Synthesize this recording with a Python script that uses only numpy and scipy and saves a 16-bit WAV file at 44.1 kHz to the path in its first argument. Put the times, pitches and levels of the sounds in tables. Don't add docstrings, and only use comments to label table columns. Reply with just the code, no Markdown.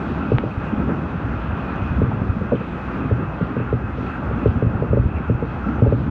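import sys
import numpy as np
from scipy import signal
from scipy.fft import rfft, irfft
from scipy.io import wavfile
from scipy.ndimage import uniform_filter1d

SR = 44100
rng = np.random.default_rng(int(sys.argv[2]) if len(sys.argv) > 2 else 0)


def put_to_file(sound):
    columns = np.atleast_2d(sound).T
    safe = np.clip(columns, -1, 1)
    whole_steps = np.round(safe * 32767)
    wavfile.write(sys.argv[1], SR, whole_steps.astype(np.int16))


def linear_from_db(decibels):
    return 10 ** (np.asarray(decibels, float) / 20)


N = 269010

# time in seconds, shaking of the floor in dB, drumming of the bogie in dB,
# roughness of the rail head in dB.
TRACK = [(0.0, -28, -30.5, -35.5), (0.25, -30, -30, -35.5), (0.52, -32, -33.5, -36.5), (0.9, -28, -28, -35),
         (1.19, -29, -33, -36), (1.65, -31, -32.5, -35), (2.17, -24, -31, -36), (2.58, -31.5, -34, -36.5),
         (2.84, -31, -32, -36), (3.11, -29.5, -30.5, -36), (3.57, -29.5, -34, -36),
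         (4.04, -32.5, -33, -36.5), (4.26, -30.5, -31.5, -35.5), (4.55, -26.5, -30, -36),
         (5.11, -27, -32, -37), (5.49, -32, -33, -36.5), (5.64, -28.5, -32, -34.5), (6.1, -24, -31.5, -38)]


def curve(table, column):
    rows = np.array(table)
    return np.interp(np.arange(N) / SR, rows[:, 0], rows[:, column])


def swing(table, column):
    db = curve(table, column)
    return db - db.mean()


def walk(rate):
    hold = int(SR / rate)
    levels = np.repeat(rng.standard_normal(N // hold + 1), hold)
    return 1.075 * uniform_filter1d(uniform_filter1d(levels, hold), hold)[:N]


def coloured(shape):
    hz = np.arange(N // 2 + 1) * SR / N + 1e-3
    return irfft(rfft(rng.standard_normal(N)) * shape(hz), N)


def band(colour, lo_hz, hi_hz, flicker_db, rate):
    at, db = np.transpose(colour)

    def slice_shape(hz):
        edge = 1 / np.sqrt((1 + (lo_hz / hz) ** 12) * (1 + (hz / hi_hz) ** 12))
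        return linear_from_db(np.interp(np.log(hz), np.log(at), db)) * edge

    noise = coloured(slice_shape) * linear_from_db(flicker_db * walk(rate))
    return noise / noise.std()


def add(out, sound, s):
    i = int(round(s * SR))
    out[i:i + len(sound)] += sound[:N - i]


def rush():
    # frequency in Hz, density in dB per Hz.
    air_colour = [(1800, 3), (2300, 1.5), (3000, -5), (4000, -17), (5000, -25), (6300, -30.5),
                  (8000, -40.5), (10000, -46), (15000, -47.5)]
    # frequency in Hz, width in Hz, level in dB.
    wheel_modes = [
        (2520, 80, -4.5),
        (2600, 280, -2),
        (1358, 120, 4.5),
        (1231, 120, -0.5),
        (1546, 170, 3),
        (824, 87, 3.5),
        (5930, 540, -33),
        (3310, 130, -17.5),
    ]
    # time in seconds, gust level in dB.
    gusts = [(0.0, -57), (1.19, -59), (1.61, -57.5), (1.95, -58), (2.26, -61), (2.99, -57), (3.09, -59),
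             (3.77, -62), (3.92, -60.5), (4.06, -57), (4.23, -60), (4.48, -58.5), (4.72, -62.5), (5.3, -61),
             (5.66, -60), (6.1, -60.5)]
    at, db = np.transpose(air_colour)
    smooth = coloured(lambda hz: linear_from_db(np.interp(np.log(hz), np.log(at), db)) / (1 + (2000 / hz) ** 6))
    spectrum = rfft(smooth / smooth.std())
    hz = np.arange(N // 2 + 1) * SR / N
    eddies = walk(40)
    gust, rough = swing(gusts, 1), swing(TRACK, 3)
    low_db = -52.5 + 1.1 * gust
    high_db = -47.5 + 0.88 * gust
    ring_db = -50.5 + 0.74 * gust + 0.49 * rough
    air = 0
    for step, up in enumerate([0, 0, .4, .7, 1, 1, 1]):
        share = np.clip(1 - abs(2 * np.log2(hz / 2000 + 1e-9) - step), 0, 1)
        level_db = low_db + up * (high_db - low_db + .9 * eddies) + 2.0 * walk(22)
        air = air + irfft(spectrum * share, N) * linear_from_db(level_db)
    for f, width, db in wheel_modes:
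        sway = [coloured(lambda hz: 1 / (1 + (hz / width) ** 2 * 4)) for _ in range(2)]
        turn = 2 * np.pi * np.cumsum(f * (1 + .016 * walk(10))) / SR
        ring = (sway[0] * np.cos(turn) + sway[1] * np.sin(turn)) * linear_from_db(3.0 * walk(14))
        air = air + linear_from_db(db + ring_db) * ring / ring.std()
    return air


def rolling():
    # frequency in Hz, density in dB per Hz.
    carriage = [(20, -27), (40, -13.5), (62, 5.5), (100, -0.5), (160, 0), (230, 2.5), (300, -2.5),
                (380, -4), (520, 0.5), (800, -1), (970, -3), (1350, 1.5), (1700, -7), (2200, -12)]
    shake, drum, rough = swing(TRACK, 1), swing(TRACK, 2), swing(TRACK, 3)
    sway = linear_from_db(-38.5 + .4 * shake) * band(carriage, 15, 60, 1.5, 12)
    boom = linear_from_db(-27 + .9 * shake) * band(carriage, 56, 165.6, 2.2, 30)
    walls = linear_from_db(-28.5 + .3 * shake + 1.2 * drum) * band(carriage, 160, 372.0, 2.1, 40)
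    roar = linear_from_db(-36.0 + 0.59 * drum + 0.2 * rough) * band(carriage, 380, 1100, 1.6, 30)
    song = linear_from_db(-37.5 + 1.8 * rough) * band(carriage, 972, 2160, 1.8, 25)
    return sway + boom + walls + roar + song


def chinks():
    # start in seconds, peak in dB, fitting. The "latch" rows at 2.41 s and 2.601 s
    # are small knocks of the pane, ringing near 480 Hz.
    contacts = [(.17, -26, "brake"), (0.219, -36, "rack"), (0.501, -37.5, "rack"), (0.649, -52, "rod"),
                (.76, -44, "rod"), (1.133, -30.5, "latch"), (1.565, -67, "clip"), (1.568, -46, "rod"),
                (1.68, -32.5, "brake"), (1.755, -61, "strap"), (1.82, -60, "strap"), (2.111, -21, "frame"),
                (2.13, -66, "hinge"), (2.41, -21, "latch"), (2.517, -18.5, "frame"), (2.551, -39.5, "rod"),
                (2.94, -68, "clip"), (2.601, -24, "latch"), (2.955, -65, "clip"), (3.515, -68, "clip"),
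                (4.059, -28.5, "brake"), (4.07, -72, "clip"), (4.469, -46, "rod"), (5.155, -35, "rack"),
                (5.17, -36.5, "hook"), (5.75, -61, "strap"), (5.63, -29.5, "brake")]
    # frequency in Hz, width in Hz, decay by 60 dB in seconds.
    fittings = dict(latch=(480, 165, .045), strap=(6100, 500, .08), clip=(10000, 8500, .04),
                rack=(2550, 350, .1), hook=(2250, 600, .15), rod=(3000, 900, .04), frame=(800, 250, .03),
                hinge=(7500, 1500, .1), brake=(1330, 100, .45))
    out, t = np.zeros(N), np.arange(SR // 2) / SR
    for (s, db, fitting), noise in zip(contacts, rng.standard_normal((len(contacts), len(t)))):
        hz, width, t60 = fittings[fitting]
        edges = np.clip([hz - width / 2, hz + width / 2], 100, 16000)
        resonance = signal.butter(3, edges, "bandpass", fs=SR, output="sos")
        envelope = linear_from_db(-60 * t / t60) * (1 - np.exp(-t / .004))
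        scrape = signal.sosfilt(resonance, noise * envelope)
        add(out, linear_from_db(db) * scrape / abs(scrape).max(), s)
    return out


def thuds():
    # centre in seconds, peak in dB, frequency in Hz.
    floor_jolts = [(0.35, -5.5, 120), (0.581, -10.5, 93), (0.796, -15.5, 140), (0.883, -18, 94),
                   (1.251, -12, 105), (1.349, -14, 97), (1.537, -11.5, 93.5), (1.829, -13.5, 91),
                   (1.913, -12, 102), (1.999, -8, 161), (2.039, -7, 93), (2.084, -11, 105),
                   (2.22, -10.5, 106), (2.302, -6.5, 97), (2.533, -8.5, 125.5), (3.059, -13.5, 114),
                   (3.126, -5.5, 95), (3.427, -9.5, 136), (3.605, -14.5, 112), (3.847, -11.5, 99),
                   (4.361, -14.5, 98), (4.497, -9.5, 103), (4.569, -9.5, 100), (4.671, -4.5, 95),
                   (4.755, -10, 104.5), (4.958, -13, 87), (5.001, -6, 87), (5.062, -5, 85),
                   (5.355, -10.5, 89), (5.886, -5.5, 79)]
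    # centre in seconds, peak in dB, frequency in Hz.
    wall_jolts = [(0.782, -11, 240), (0.803, -8, 212), (0.837, -15, 261), (0.862, -11, 203),
                  (0.906, -15, 249), (0.924, -11, 224), (1.16, -13.5, 160), (1.986, -11.5, 221),
                  (2.014, -14.5, 262), (2.089, -17, 215), (2.22, -13, 225), (2.239, -18, 213),
                  (2.37, -10.5, 195), (2.42, -10.5, 190), (2.537, -14, 216), (2.547, -15, 239),
                  (2.61, -13, 190), (3.011, -15, 300), (3.429, -8.5, 189), (3.735, -11.5, 180),
                  (4.431, -13.5, 263), (4.56, -12, 206), (4.575, -12.5, 232), (4.609, -18, 222),
                  (4.666, -15, 225), (5.671, -8.5, 210), (5.693, -9.5, 237), (5.879, -10, 246),
                  (5.946, -11, 233), (6.08, -16, 250)]
    lurch_hz, lurch_db = 52, -19
    jolts = floor_jolts + wall_jolts
    out, phase = np.zeros(N), rng.random((len(jolts), 1))
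    t = np.arange(-2000, 2000) / SR
    for (s, db, hz), turn in zip(jolts, phase):
        swell = np.exp(-(t * np.sqrt(hz / 100) / .0095) ** 2)
        add(out, linear_from_db(db - 4.0) * swell * np.cos(2 * np.pi * (hz * t + turn)), s + t[0])
        lurch = np.exp(-(t / 0.014) ** 2) * np.cos(2 * np.pi * (lurch_hz * t + turn))
        add(out, (hz < 160) * linear_from_db(db + lurch_db) * lurch, s + t[0])
    return out


def tick():
    # time in seconds, peak in dB.
    touches = [
        (0.3842, -5.5),
    ]
    out, t = np.zeros(N), np.arange(-40, 600) / SR
    dip = -1.15 * np.exp(-(t / .000115) ** 2)
    spring = (1 + np.tanh((t - .00012) / .00012)) / 2
    ripple = 1 + 0.48 * np.cos(2 * np.pi * 800 * (t - .0004))
    rebound = 0.48 * spring * np.exp(-t / 0.0019) * ripple
    case = signal.butter(8, 3950, fs=SR, output="sos")
    for s, db in touches:
        add(out, linear_from_db(db) * signal.sosfilt(case, dip + rebound), s + t[0])
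    return out


def pane():
    # frequency in Hz, level in dB, decay by 60 dB in seconds, sign at the microphone.
    pane_modes = [(116.0, -5.3, 0.096, 1.0), (125.3, -13.5, 0.298, -1.0), (163.6, -12.9, 0.089, -1.0),
                  (200.7, -19.4, 0.144, -1.0), (242.5, -13.0, 0.116, 1.0), (287.5, -22.1, 0.156, 1.0),
                  (335.3, -30.9, 0.211, -1.0), (429.7, -6.5, 0.046, 1.0), (463.6, -11.1, 0.059, 1.0),
                  (560.8, -13.2, 0.047, -1.0), (600.2, -25.3, 0.067, -1.0)]
    # start in seconds, strength in dB, extra share of the slow modes in dB; the
    # close rows around 2.52 s interfere and sound as one short bright knock.
    knocks = [(0.3144, 3, -2.5), (0.4332, -1.5, -5.5), (0.8669, -9.5, 2.5), (0.888, -9, -16.5),
              (0.8972, -9.5, -4.5), (2.0127, -1, 1), (2.5144, -6, -1), (2.5188, 2, -5), (2.5202, 4.5, -19),
              (2.5289, -4, -18), (2.5473, -5.5, -20), (3.108, -2, 0), (3.4062, -6, 0), (3.562, -4, 2.5),
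              (3.5966, -6, -2), (3.723, 1.5, -2), (3.9794, -9, 1), (4.3074, -7.5, 0), (4.4541, 2, -1.5),
              (4.6196, 0, -1), (4.6552, -12, 10.5), (4.8195, -0.5, -3), (4.9274, 2.5, -2.5),
              (4.9679, 3.3, -4.5), (5.2935, 2, -1), (5.4202, -5, -1), (5.817, 2.5, 1.5), (5.858, -3.5, -9),
              (5.8651, -1, -24), (5.9199, 1.5, 2.4)]
    hz, db, t60, side = np.transpose(pane_modes)
    out, scatter = np.zeros(N), rng.standard_normal((len(knocks), len(hz)))
    t = np.maximum(np.arange(SR // 2)[:, None] / SR - .067 / np.sqrt(hz), 0)
    modes = np.sin(2 * np.pi * hz * t) * linear_from_db(-60 * t / t60) * (1 - np.exp(-t / .005))
    for (s, blow_db, slow_db), chance in zip(knocks, scatter):
        mode_db = db + blow_db + slow_db * (hz < 280) + 2.4 * chance
        add(out, modes @ (side * linear_from_db(mode_db)), s)
    return out


def scene():
    return (rush() + rolling() + chinks() + thuds() + tick() + pane())[None]


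def band_limit(x):
    return signal.sosfilt(signal.butter(12, 15300, fs=SR, output="sos"), x)


def record(dry):
    gain_hold_s, gain_slope, gain_db = 0.15, 0.096, -22
    n = np.arange(N)
    gate = np.clip((N - n) / 300, 0, 1) * np.clip(.45 + n / 100, 0, 1)
    keep = np.exp(-1 / (gain_hold_s * SR))
    usual_power = linear_from_db(2 * gain_db)
    power = signal.lfilter([1 - keep], [1, -keep], dry ** 2, zi=[[usual_power]])[0]
    eased = dry * (usual_power / power) ** (gain_slope / 2)
    rounded = np.tanh(eased / 1.5) * 1.5
    top = signal.ellip(10, .2, 60, 15250, fs=SR, output="sos")
    return band_limit(signal.sosfilt(top, rounded * gate))


dry = scene()
out = record(dry)
put_to_file(out)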